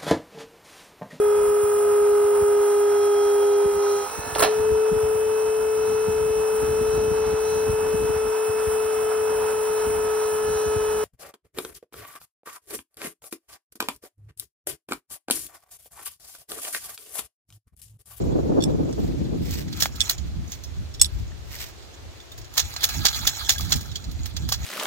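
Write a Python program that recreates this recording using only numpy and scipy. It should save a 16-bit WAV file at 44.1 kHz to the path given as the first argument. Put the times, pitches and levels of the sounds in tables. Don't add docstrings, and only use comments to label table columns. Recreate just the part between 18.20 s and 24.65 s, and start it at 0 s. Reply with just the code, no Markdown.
import sys
import numpy as np
from scipy import signal
from scipy.fft import rfft, irfft, next_fast_len
from scipy.io import wavfile

SR = 44100
rng = np.random.default_rng(int(sys.argv[2]) if len(sys.argv) > 2 else 0)


def invert_db(level):
    return 10 ** (np.asarray(level, dtype=float) / 20)


def bounce(signal):
    frames = np.transpose(np.atleast_2d(signal))
    limited = np.clip(frames, -1, 1)
    pcm = np.round(limited * 32767).astype(np.int16)
    wavfile.write(sys.argv[1], SR, pcm)


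N = 284445
SIDES = np.array([[1], [-1]])

# time in seconds, rumble level in dB.
BREEZE_DB = [
    (0.0, -33),
    (0.55, -34),
    (0.9, -34),
    (1.35, -33),
    (1.95, -44),
    (3.25, -42.5),
    (4.05, -53),
    (4.7, -45),
    (6.45, -44),
]
# peak in seconds, rumble in dB, fade in seconds per 20 dB, sharpness in dB,
# left minus right in dB.
PUFFS = [(2.05, -31, .14, 1.5, -5), (2.19, -31, .2, 6, -5), (2.6, -34, .22, 1.5, -4),
         (2.82, -35, .12, -1.5, 4), (3.0, -33, .25, -4, 9), (3.87, -43, .2, -3, -1.5),
         (4.21, -42, .15, -4, 7), (4.46, -37, .14, -3, 5), (4.8, -29, .18, 2.5, -1.5),
         (4.99, -34, .13, -1.5, 1.5), (5.06, -32, .11, 1.5, -7), (5.44, -30, .14, 1.5, -3),
         (5.56, -29, .1, 7.5, -3.5), (5.7, -37, .2, 5, -2.5), (5.89, -29, .09, 4, -5),
         (6.0, -27.5, .11, -7, -9), (6.24, -29.5, .2, 2.5, -2.5), (6.44, -29, .14, -6, 1.5)]
# time in seconds, force in dB.
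GUST_DB = [
    (0.0, -32),
    (0.07, -28),
    (0.64, -27),
    (0.69, -35),
    (0.79, -29),
    (1.05, -29),
    (1.35, -35),
    (1.65, -40),
    (1.9, -55),
]
# peak in seconds, level in dB.
SLAPS = [
    (.19, -26),
    (.322, -27),
    (.378, -22.5),
    (.5, -29),
    (.62, -31.5),
    (.69, -31),
    (.79, -36),
    (1.126, -36),
    (1.266, -39),
    (1.402, -40.5),
]
# frequency in Hz, density in dB per Hz.
RUMBLE_SPECTRUM = [(12, -40), (20, -16), (48, -1), (70, 4.5), (99, -0.5), (182, -19), (265, -26),
                   (300, -48.5), (390, -40), (660, -120)]
# frequency in Hz, density in dB per Hz.
BUFFET_SPECTRUM = [(59, -28), (100, -9), (151, -2.5), (330, -13), (430, -36.5), (730, -120)]
# frequency in Hz, density in dB per Hz.
WHIP_SPECTRUM = [(160, -24), (280, -2.5), (461, -4), (724, -16), (795, -18.5), (1500, -36), (1800, -42),
                 (2340, -66), (3960, -120)]
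# frequency in Hz, density in dB per Hz.
LEAVES_SPECTRUM = [(120, -31), (200, -11), (347, 1), (500, -5), (709, -5), (867, -9), (1140, -10.5),
                   (1560, -12), (4430, -13.5), (6880, -17.5), (10700, -30.5), (15100, -30), (16000, -51)]
# time in seconds, level in dB.
RUB_DB = [(0.0, -52), (0.3, -58), (0.65, -56), (1.49, -59), (1.62, -37), (1.72, -53), (1.88, -39),
          (1.98, -53), (2.1, -59), (4.25, -60), (4.41, -44), (4.56, -44), (4.74, -34.5), (5.2, -38),
          (5.6, -44), (5.8, -54), (6.29, -52), (6.45, -42)]
# frequency in Hz, density in dB per Hz.
GLOVE_SPECTRUM = [(530, -27), (900, -7.5), (1190, -12), (1260, -11), (1900, -6.5), (3100, -5), (5630, -5),
                  (11000, -19.5), (14300, -26), (22000, -120)]
# frequency in Hz, width in Hz, gain in dB.
JAW_MODES = [(1275, 90, 1.5), (1655, 60, 2.5), (3400, 162, 1), (4100, 150, 0.5), (4715, 90, -1.5),
             (5430, 90, -1.5), (6580, 70, -1.5), (6840, 110, 2.5), (7710, 77, -11)]
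# start in seconds, peak in dB, handle modes in dB,
# head modes in dB, freedom to ring as a ratio 0-2.
CLINKS = [(.405, -33, 23, -8, 1), (.4229, -25.5, 18, -5, 0.87), (0.4372, -21, 14, -1, 0.88),
          (.7262, -30.5, 3, -9, .6), (1.8053, -7.5, 17, -7, 0.45), (1.8134, -8, 17, -8, 0.55),
          (2.74, -33.5, 9, -6, 0.91), (2.7968, -27.5, 20, 1.5, 1.2), (2.814, -2.5, 7, 5.5, 0.62),
          (2.8294, -17, 10, 2, 0.61), (2.8449, -13, 16, -2, 0.25), (2.8564, -23, 18, -3, 0.5),
          (2.862, -24, 12, -1, .4)]
# frequency in Hz, level in dB, t60 in seconds.
PLIER_MODES = [(1670, -36, 0.082), (3400, -19.5, 0.08), (3530, -13, 0.05), (4450, -25, 0.065),
               (4800, -18, .04), (5430, 2, 0.07), (6100, -9, .06), (6815, -4, 0.06), (7995, 0.5, 0.09),
               (9300, -18, 0.045), (10702, -13, 0.14), (10909, -17, 0.09), (12890, -15, 0.06),
               (14137, -16, .09)]
# start in seconds, hold in seconds, level in dB.
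BRUSHES = [
    (.8, .08, -50.5),
    (1.25, .04, -49),
    (1.335, .06, -39.5),
    (1.575, .02, -43),
    (2.31, .04, -47),
    (2.93, .07, -55),
    (3.33, .05, -42.5),
    (3.42, .025, -40),
]
# frequency in Hz, density in dB per Hz.
LEATHER_SPECTRUM = [(500, -20), (1300, -9), (2100, -1), (3000, -3), (5600, -2), (7500, -7), (10000, -15),
                    (12500, -5), (15500, -9), (18000, -60)]
# start in seconds, peak in dB, rebound in seconds, rebound peak in dB,
# edge in dB.
BLOWS = [
    (1.6217, -6.5, 1.6324, -16.5, 1.5),
    (1.8955, -11, 1.908, -17, 5),
    (4.3778, -5, 4.3945, -7, -.6),
    (4.6383, -5, 4.651, -22, 2.5),
    (4.8531, -4.5, 4.863, -8, -1.5),
    (5.0713, -4, 5.0894, -16.5, -1.5),
    (5.2927, -3.5, 5.3025, -8.5, -3),
    (5.521, -6, 5.528, -11.5, -3.5),
    (6.322, -8.5, 6.339, -17, -3),
]
# start in seconds, peak in dB, weight in dB.
TICKS = [(1.481, -35, -6), (1.527, -27.5, -18), (2.745, -33, -20), (4.215, -35, -12), (4.245, -35, -12),
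         (1.8045, -14.5, -24.5), (1.9813, -29, -18), (2.328, -29, -21), (3.6237, -41, -17),
         (4.0023, -38, -11.5), (4.563, -20.5, -12), (4.8824, -11.5, -21.5), (5.7159, -30.5, -18),
         (5.7565, -18.5, -30), (5.8405, -31, -16), (6.0327, -39, -16), (6.1662, -20, -15.5)]
# start in seconds, peak in dB, weight in dB.
SKIDS = [(1.6033, -13.5, -16.5), (1.6535, -20.5, -10), (1.3067, -27, -19), (1.7564, -31, -18),
         (1.317, -31, -18), (1.336, -30, -16), (2.3176, -30, -12), (2.4369, -34, -18), (3.4864, -38, -8),
         (4.118, -37, -9.5), (4.179, -32.5, -11), (4.3385, -32, -17), (4.355, -32, -14), (4.537, -33, -14),
         (4.609, -30, -14), (4.99, -27, -14), (5.053, -28, -14), (5.448, -31, -14), (5.506, -25, -12),
         (4.37, -21, -8.5), (4.631, -16, -8), (4.6894, -19.5, -13.5), (4.9581, -22, -11),
         (5.2619, -38, -16), (5.319, -16, -25), (5.382, -22.5, -17), (5.408, -21.5, -13.5),
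         (5.494, -28, -11), (5.559, -19.5, -17), (5.6086, -28, -17), (5.913, -34, -19), (6.0577, -26, -13),
         (6.2895, -18.5, -14.5)]
# dull part in dB, bright part in dB, rise in seconds, t60 in seconds.
BLOW_KIND = (-16, -15.5, .0021, .068)
REBOUND_KIND = (-15, -20.5, .0028, .075)
TICK_KIND = (0.1, -24, .002, .062)
SKID_KIND = (0.1, -13.5, .0025, .083)
# frequency in Hz, density in dB per Hz.
SCRAPE_SPECTRUM = [(180, -54), (300, -2), (565, -16.5), (787, -7), (978, -11.5), (1690, -4), (1900, -2.5),
                   (2480, -7.5), (3460, -2.5), (5080, -4), (6740, -4), (9880, -16.5), (12900, 7),
                   (16000, -11.5)]
# start in seconds, peak in dB, pitch in Hz, t60 in seconds.
PINGS = [(1.352, -33, 4450, .07), (1.345, -31, 6100, .03), (2.8162, -9, 4250, .022),
         (2.8165, -9, 5430, .06), (2.823, -20, 9400, .04), (2.8455, -9, 4000, .012),
         (2.851, -22, 4500, .03), (3.338, -35, 2100, .04), (3.416, -33, 2250, .05), (3.36, -36, 5600, .03),
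         (1.5274, -28, 4470, 0.05), (1.9804, -28, 6890, 0.045), (2.2777, -34, 6310, 0.05),
         (2.3007, -33, 6900, 0.042), (2.3196, -23.5, 6320, 0.076), (2.3394, -34, 6400, 0.05),
         (2.4369, -29, 6270, 0.068), (2.443, -30, 5300, .05), (4.0018, -35, 3560, 0.078),
         (4.1175, -32, 3620, 0.067), (4.563, -18, 4150, 0.042), (5.3812, -21, 3380, 0.05),
         (5.7164, -32, 3670, 0.05), (5.7578, -23, 3270, 0.036), (5.8421, -32, 4160, 0.05),
         (5.913, -35, 4250, 0.05), (6.0327, -30, 6860, 0.05), (6.1669, -26, 5430, 0.05)]
# start in seconds, peak in
# dB, pitch in Hz, t60 in seconds.
KNOCKS = [(1.482, -29, 1900, .008), (1.657, -11, 2100, 0.007), (1.658, -20, 800, .01),
          (5.553, -15, 120, .035), (1.897, -21, 1670, .02), (3.119, -34, 1800, .015),
          (5.358, -30, 1640, 0.067), (4.537, -33, 900, .012), (6.291, -32, 1000, .015),
          (6.32, -22, 805, .02), (6.322, -19, 1150, .025)]
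# start in seconds, peak in dB.
SNAPS = [
    (1.6572, -10.5),
    (4.5635, -24),
    (5.2935, -13),
    (1.6235, -15),
    (5.522, -15),
]
# start in seconds, peak in dB, pitch in Hz.
CHATTER_LOW = [(4.361, -35, 1130), (4.371, -24, 1030), (4.377, -22, 1660), (4.543, -32, 1180),
               (4.562, -36, 1670), (4.634, -22, 1780), (4.691, -30, 1310), (4.778, -32, 1680),
               (4.848, -23, 834), (4.853, -19, 1640), (4.957, -31, 1180), (4.995, -35, 1650),
               (5.053, -42, 751), (5.053, -25, 1330), (5.053, -27, 1280), (5.075, -23, 1690),
               (5.079, -22, 1720), (5.11, -28, 1660), (5.174, -33, 1210), (5.276, -27, 1650),
               (5.292, -24, 1670), (5.409, -33, 770), (5.447, -41, 1660), (5.505, -35, 751),
               (5.506, -29, 1060), (5.521, -27, 1280), (5.61, -38, 1280), (5.757, -37, 1670)]
CHATTER_MID = [(4.3808, -15, 3820), (4.3808, -15, 4400), (4.4771, -36, 3610), (4.5634, -21, 4250),
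               (4.6398, -14, 4690), (4.6398, -12, 3500), (4.7965, -31, 3400), (4.8488, -19, 3760),
               (4.8528, -13, 3540), (4.9686, -24, 4240), (5.0369, -29, 4110), (5.0713, -13, 4380),
               (5.0753, -12, 4720), (5.1591, -28, 4160), (5.213, -33, 4480), (5.2619, -31, 3570),
               (5.2928, -8, 3400), (5.3836, -24, 3480), (5.449, -33, 4020), (5.4914, -27, 4380),
               (5.5223, -14, 3330), (5.5278, -12, 3410), (5.6081, -32, 3900), (5.7164, -35, 3570),
               (5.7578, -20, 3330)]
CHATTER_HIGH = [(4.3788, -10, 5630), (4.5629, -27, 6300), (4.6388, -18, 6120), (4.6388, -14, 6710),
                (4.8508, -14, 6160), (4.8548, -8, 5540), (4.9586, -27, 6320), (5.0499, -19, 6970),
                (5.0713, -13, 5420), (5.0758, -11, 6680), (5.224, -29, 6360), (5.2928, -8, 6870),
                (5.3612, -33, 6260), (5.3811, -27, 6190), (5.4475, -33, 5430), (5.5218, -12, 6500),
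                (5.7578, -24, 5430), (5.8037, -41, 6600), (5.8426, -34, 6540), (5.9129, -39, 6560),
                (6.0326, -34, 7040), (6.0326, -33, 6840), (6.0586, -33, 7400), (6.1085, -41, 5710)]
CHATTER_T60_S = .03, .022, .018
# frequency in Hz, gain in dB.
INLET_RESPONSE = [(1900, 0.5), (2500, -0.5), (3300, -0.5), (7000, -0.5), (8100, 1), (10300, -3),
                  (11800, 0.5)]
# frequency in Hz, left minus right in dB.
PORT_SHADING = [(60, 17), (110, 13), (200, 19), (380, -9), (700, -19.5), (1290, -5), (2380, -1),
                (4400, -9.5), (8120, -4), (15000, 5.5)]


def unit(x):
    return x / np.sqrt(np.mean(x ** 2))


def on_log_axis(table, hz):
    f, db = np.transpose(table)
    return np.interp(np.log(hz + 1), np.log(f + 1), db)


def colour(x, table, tilt=1):
    hz = np.arange(4097) * SR / 8192
    cepstrum = irfft(np.log(invert_db(tilt * on_log_axis(table, hz))))
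    cepstrum[1:4096] *= 2
    cepstrum[4097:] = 0
    impulse = irfft(np.exp(rfft(cepstrum)))[:4096]
    size = next_fast_len(N + 4096)
    return irfft(rfft(x, size) * rfft(impulse, size), size)[:, :N]


def band(x, lo_hz, hi_hz):
    sos = signal.butter(2, [lo_hz, hi_hz], "bandpass", fs=SR, output="sos")
    return signal.sosfilt(sos, x)


def ring(x, hz, width_hz):
    return signal.lfilter(*signal.iirpeak(hz, hz / width_hz, fs=SR), x)


def walk(rate_hz, channels=1):
    knots = rng.standard_normal((channels, 6000))
    position = np.arange(N) * (rate_hz / SR)
    return np.array([np.interp(position, np.arange(6000), row) for row in knots])


def amp_walk(db, rate_hz, channels=1):
    return np.exp(db * np.log(10) / 20 * walk(rate_hz, channels))


def pair(alike, lag_s, grain_db=0):
    left, other = rng.standard_normal((2, N)) * amp_walk(grain_db, 900, channels=2)
    share = np.clip(alike, -1, 1)
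    right = np.roll(share * left, int(lag_s * SR)) + np.sqrt(1 - share ** 2) * other
    return unit(np.array([left, right]))


def curves(table, silent_db=None):
    s, *columns = np.transpose(table)
    return np.array([np.interp(np.arange(N) / SR, s, c, silent_db, silent_db) for c in columns])


def swell(s, db, rise_s, fall_s, hold_s=0):
    t = np.arange(N) / SR - s
    away = np.maximum(-t / rise_s, (t - hold_s) / fall_s)
    return db - 20 * np.maximum(away, 0)


def power_sum(gains):
    return np.sqrt(sum(g ** 2 for g in gains))


def notes(table, db_offset):
    out = np.zeros((2, N + SR))
    for s, db, hz, t60_s in table:
        i = int(s * SR)
        t = np.arange(int(abs(t60_s) * SR)) / SR
        envelope = invert_db(db + db_offset - 60 * t / t60_s) * (1 - np.exp(-t / .0003))
        out[:, i:i + len(t)] += envelope * np.sin(2 * np.pi * hz * (t + .00005 * SIDES))
    return out[:, :N]


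def buffet_level(rumble_db):
    return -46 + 1.3 * (rumble_db + 35)


def wind():
    breeze_db, gust_db = curves(BREEZE_DB)[0], curves(GUST_DB, -99)[0]
    push = [invert_db(breeze_db)]
    shake = [invert_db(buffet_level(breeze_db)), invert_db(gust_db)]
    for s, db, fade_s, sharp_db, pan_db in PUFFS:
        puff_db = swell(s, db, fade_s, fade_s)
        side_db = pan_db * SIDES / 2
        push.append(invert_db(puff_db) * invert_db(side_db))
        shake.append(invert_db(buffet_level(puff_db)) * invert_db(sharp_db + side_db))
    lash = [invert_db(gust_db - 5 - 8 * np.arange(N) / SR)]
    lash += [invert_db(swell(s, db, rise_s=.06, fall_s=.06)) for s, db in SLAPS]

    pressure = unit(colour(pair(alike=-0.041, lag_s=0), RUMBLE_SPECTRUM))
    rumble = pressure * power_sum(push) * invert_db(3.0) * amp_walk(2.5, 12, channels=2)
    eddies = pair(alike=-0.55, lag_s=0) * amp_walk(3.4, 90)
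    shaking = unit(colour(eddies + .3 * eddies.sum(axis=0), BUFFET_SPECTRUM))
    whip = unit(colour(eddies, WHIP_SPECTRUM))
    return rumble + shaking * power_sum(shake) * invert_db(2.5) + whip * power_sum(lash) * invert_db(7.0)


def leaves():
    hiss = unit(colour(pair(alike=0.033, lag_s=0), LEAVES_SPECTRUM))
    return hiss * invert_db(-49) * amp_walk(0.95, 3.045, channels=2)


def rubbing():
    rub_db = curves(RUB_DB)[0]
    sizzle = invert_db(-50 + 1.2 * (rub_db + 40))
    snag_size = invert_db(13.5 + 3.7 * np.minimum(rng.exponential(size=N), 2.5))
    snags = (rng.random(N) < 400 / SR) * snag_size
    grains = pair(alike=0.33, lag_s=.00015, grain_db=1.0) + np.array([snags, np.roll(snags, 5)])
    wire = colour(grains, GLOVE_SPECTRUM)
    registers_hz = (800, 1350, 2300, 3900, 6600, 11000)
    patches = unit(sum(band(wire, hz / 1.3, hz * 1.3) * amp_walk(2.2, 50) for hz in registers_hz))
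    top = unit(band(grains, 12400, 19800))
    return amp_walk(2.8, 40) * (invert_db(rub_db - .7) * patches + invert_db(2.1) * sizzle * top)


def jaw_ringing(hits, rub):
    drive = invert_db(-3.5) * hits + invert_db(2.5) * rub
    return sum(invert_db(db) * ring(drive * amp_walk(4.0, 30), hz, width_hz) for hz, width_hz, db in JAW_MODES)


def grit(count=500):
    when, which = rng.random((count, 2)).T
    detune, size = rng.standard_normal((count, 2)).T
    s = when * (N / SR)
    mode_hz = np.array(JAW_MODES)[(which * len(JAW_MODES)).astype(int), 0]
    hz = mode_hz * (1 + .05 * detune)
    db = np.interp(s, *np.transpose(RUB_DB)) + 3.5 * size
    return notes(zip(s, db, hz, np.full(count, .022)), db_offset=2.5)


def clinks():
    out = np.zeros((2, N))
    hz, mode_db, t60_s = (c[:, None] for c in np.transpose(PLIER_MODES))
    t = np.arange(SR // 8) / SR
    chance = rng.standard_normal((len(CLINKS), 3, 2, len(PLIER_MODES), 1))
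    cracks = band(rng.standard_normal((len(CLINKS), 2, len(t))), 3100, 9400) * invert_db(-60 * t / 0.036)
    for row, (size, phase, detune), crack in zip(CLINKS, chance, cracks):
        s, db, handle_db, head_db, free = row
        turn = 2 * phase[0] + 1.3 * detune[1] * SIDES[:, None]
        tones = np.sin(2 * np.pi * hz * (1 + 0.0015 * detune[0]) * t + turn)
        share_db = mode_db + handle_db * (hz < 4500) + head_db * (hz > 7500) + 2.7 * size
        decay_s = np.clip(np.where(hz > 10000, .7, free) * t60_s, .01, .15)
        steel = np.sum(invert_db(share_db - 60 * t / decay_s) * tones, axis=1)
        knock = invert_db(-7.5) * steel + invert_db(-6 + .3 * head_db) * crack
        i = int(s * SR)
        out[:, i:i + len(t)] += invert_db(db) * (1 - np.exp(-t / 0.00033)) * knock
    return out * amp_walk(2.6, 250)


def brushing():
    level = sum(invert_db(swell(s, db, rise_s=.09, fall_s=.07, hold_s=hold_s)) for s, hold_s, db in BRUSHES)
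    grains = pair(alike=.4, lag_s=.00012, grain_db=4.0)
    return level * amp_walk(3.0, 90) * unit(colour(grains, LEATHER_SPECTRUM))


def contacts():
    rows = []
    for s, db, again_s, again_db, edge_db in BLOWS:
        for when_s, peak_db, kind in ((s, db, BLOW_KIND), (again_s, again_db, REBOUND_KIND)):
            dull_db, bright_db, *times_s = kind
            rows.append((when_s, peak_db, dull_db, bright_db + edge_db, *times_s))
    for table, (dull_db, *rest) in ((TICKS, TICK_KIND), (SKIDS, SKID_KIND)):
        rows += [(s, db, dull_db + weight_db, *rest) for s, db, weight_db in table]
    return rows


def scrapes():
    slips = pair(alike=0.45, lag_s=.00012, grain_db=3.5)
    power = np.zeros((3, N + SR))
    t = np.arange(-SR // 50, SR // 6) / SR
    for s, db, dull_db, bright_db, rise_s, t60_s in contacts():
        i = int((s + .0015 + t[0]) * SR)
        fade = np.where(t < 0, np.exp(t / max(rise_s, .0001)), invert_db(-60 * t / max(t60_s, .01)))
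        part_db = db + np.array([[dull_db], [0], [bright_db]])
        power[:, i:i + len(t)] += (invert_db(part_db) * fade) ** 2
    dull, body, bright = np.sqrt(power[:, :N])
    wire = colour(slips, SCRAPE_SPECTRUM)
    low = invert_db(-6.5) * dull * unit(band(wire, 400, 2320))
    middle = invert_db(-8.5) * body * unit(band(band(wire, 2700, 7600), 2600, 8000))
    high = invert_db(4.0) * bright * unit(band(band(slips, 9900, 18000), 8200, 22000))
    return low + middle + high


def pings():
    return notes(PINGS, db_offset=-4.5)


def knocks():
    return notes(KNOCKS, db_offset=-2.5)


def snaps():
    push = np.zeros(N)
    t = np.arange(SR // 100) / SR
    for (s, db), noise in zip(SNAPS, rng.standard_normal((len(SNAPS), len(t)))):
        i = int(s * SR)
        push[i:i + len(t)] += invert_db(db + 3.5 - 60 * t / .006) * noise
    return band(np.array([push, np.roll(push, 4)]), 600, 4500)


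def chatter():
    rows = []
    for table, t60_s in zip((CHATTER_LOW, CHATTER_MID, CHATTER_HIGH), CHATTER_T60_S):
        rows += [(*row, t60_s) for row in table]
    return notes(rows, db_offset=-4.5)


def scene():
    hits, rub = scrapes(), rubbing()
    contact = hits + rub + jaw_ringing(hits, rub) + brushing() + snaps()
    hands = colour(contact, INLET_RESPONSE)
    hands = hands + grit() + chatter() + clinks() + pings() + knocks()
    left = colour(hands[:1], PORT_SHADING, tilt=0.4)
    right = colour(hands[1:], PORT_SHADING, tilt=-0.35)
    return np.vstack([left, right]) + wind() + leaves()


def roll_off(x):
    return signal.sosfilt(signal.butter(12, 16470, fs=SR, output="sos"), x)


def record(dry):
    cut = signal.ellip(8, .2, 60, 15900, fs=SR, output="sos")
    mix = signal.sosfilt(cut, np.clip(dry, -1, 1))
    return roll_off(mix)


dry = scene()
out = record(dry)
bounce(out)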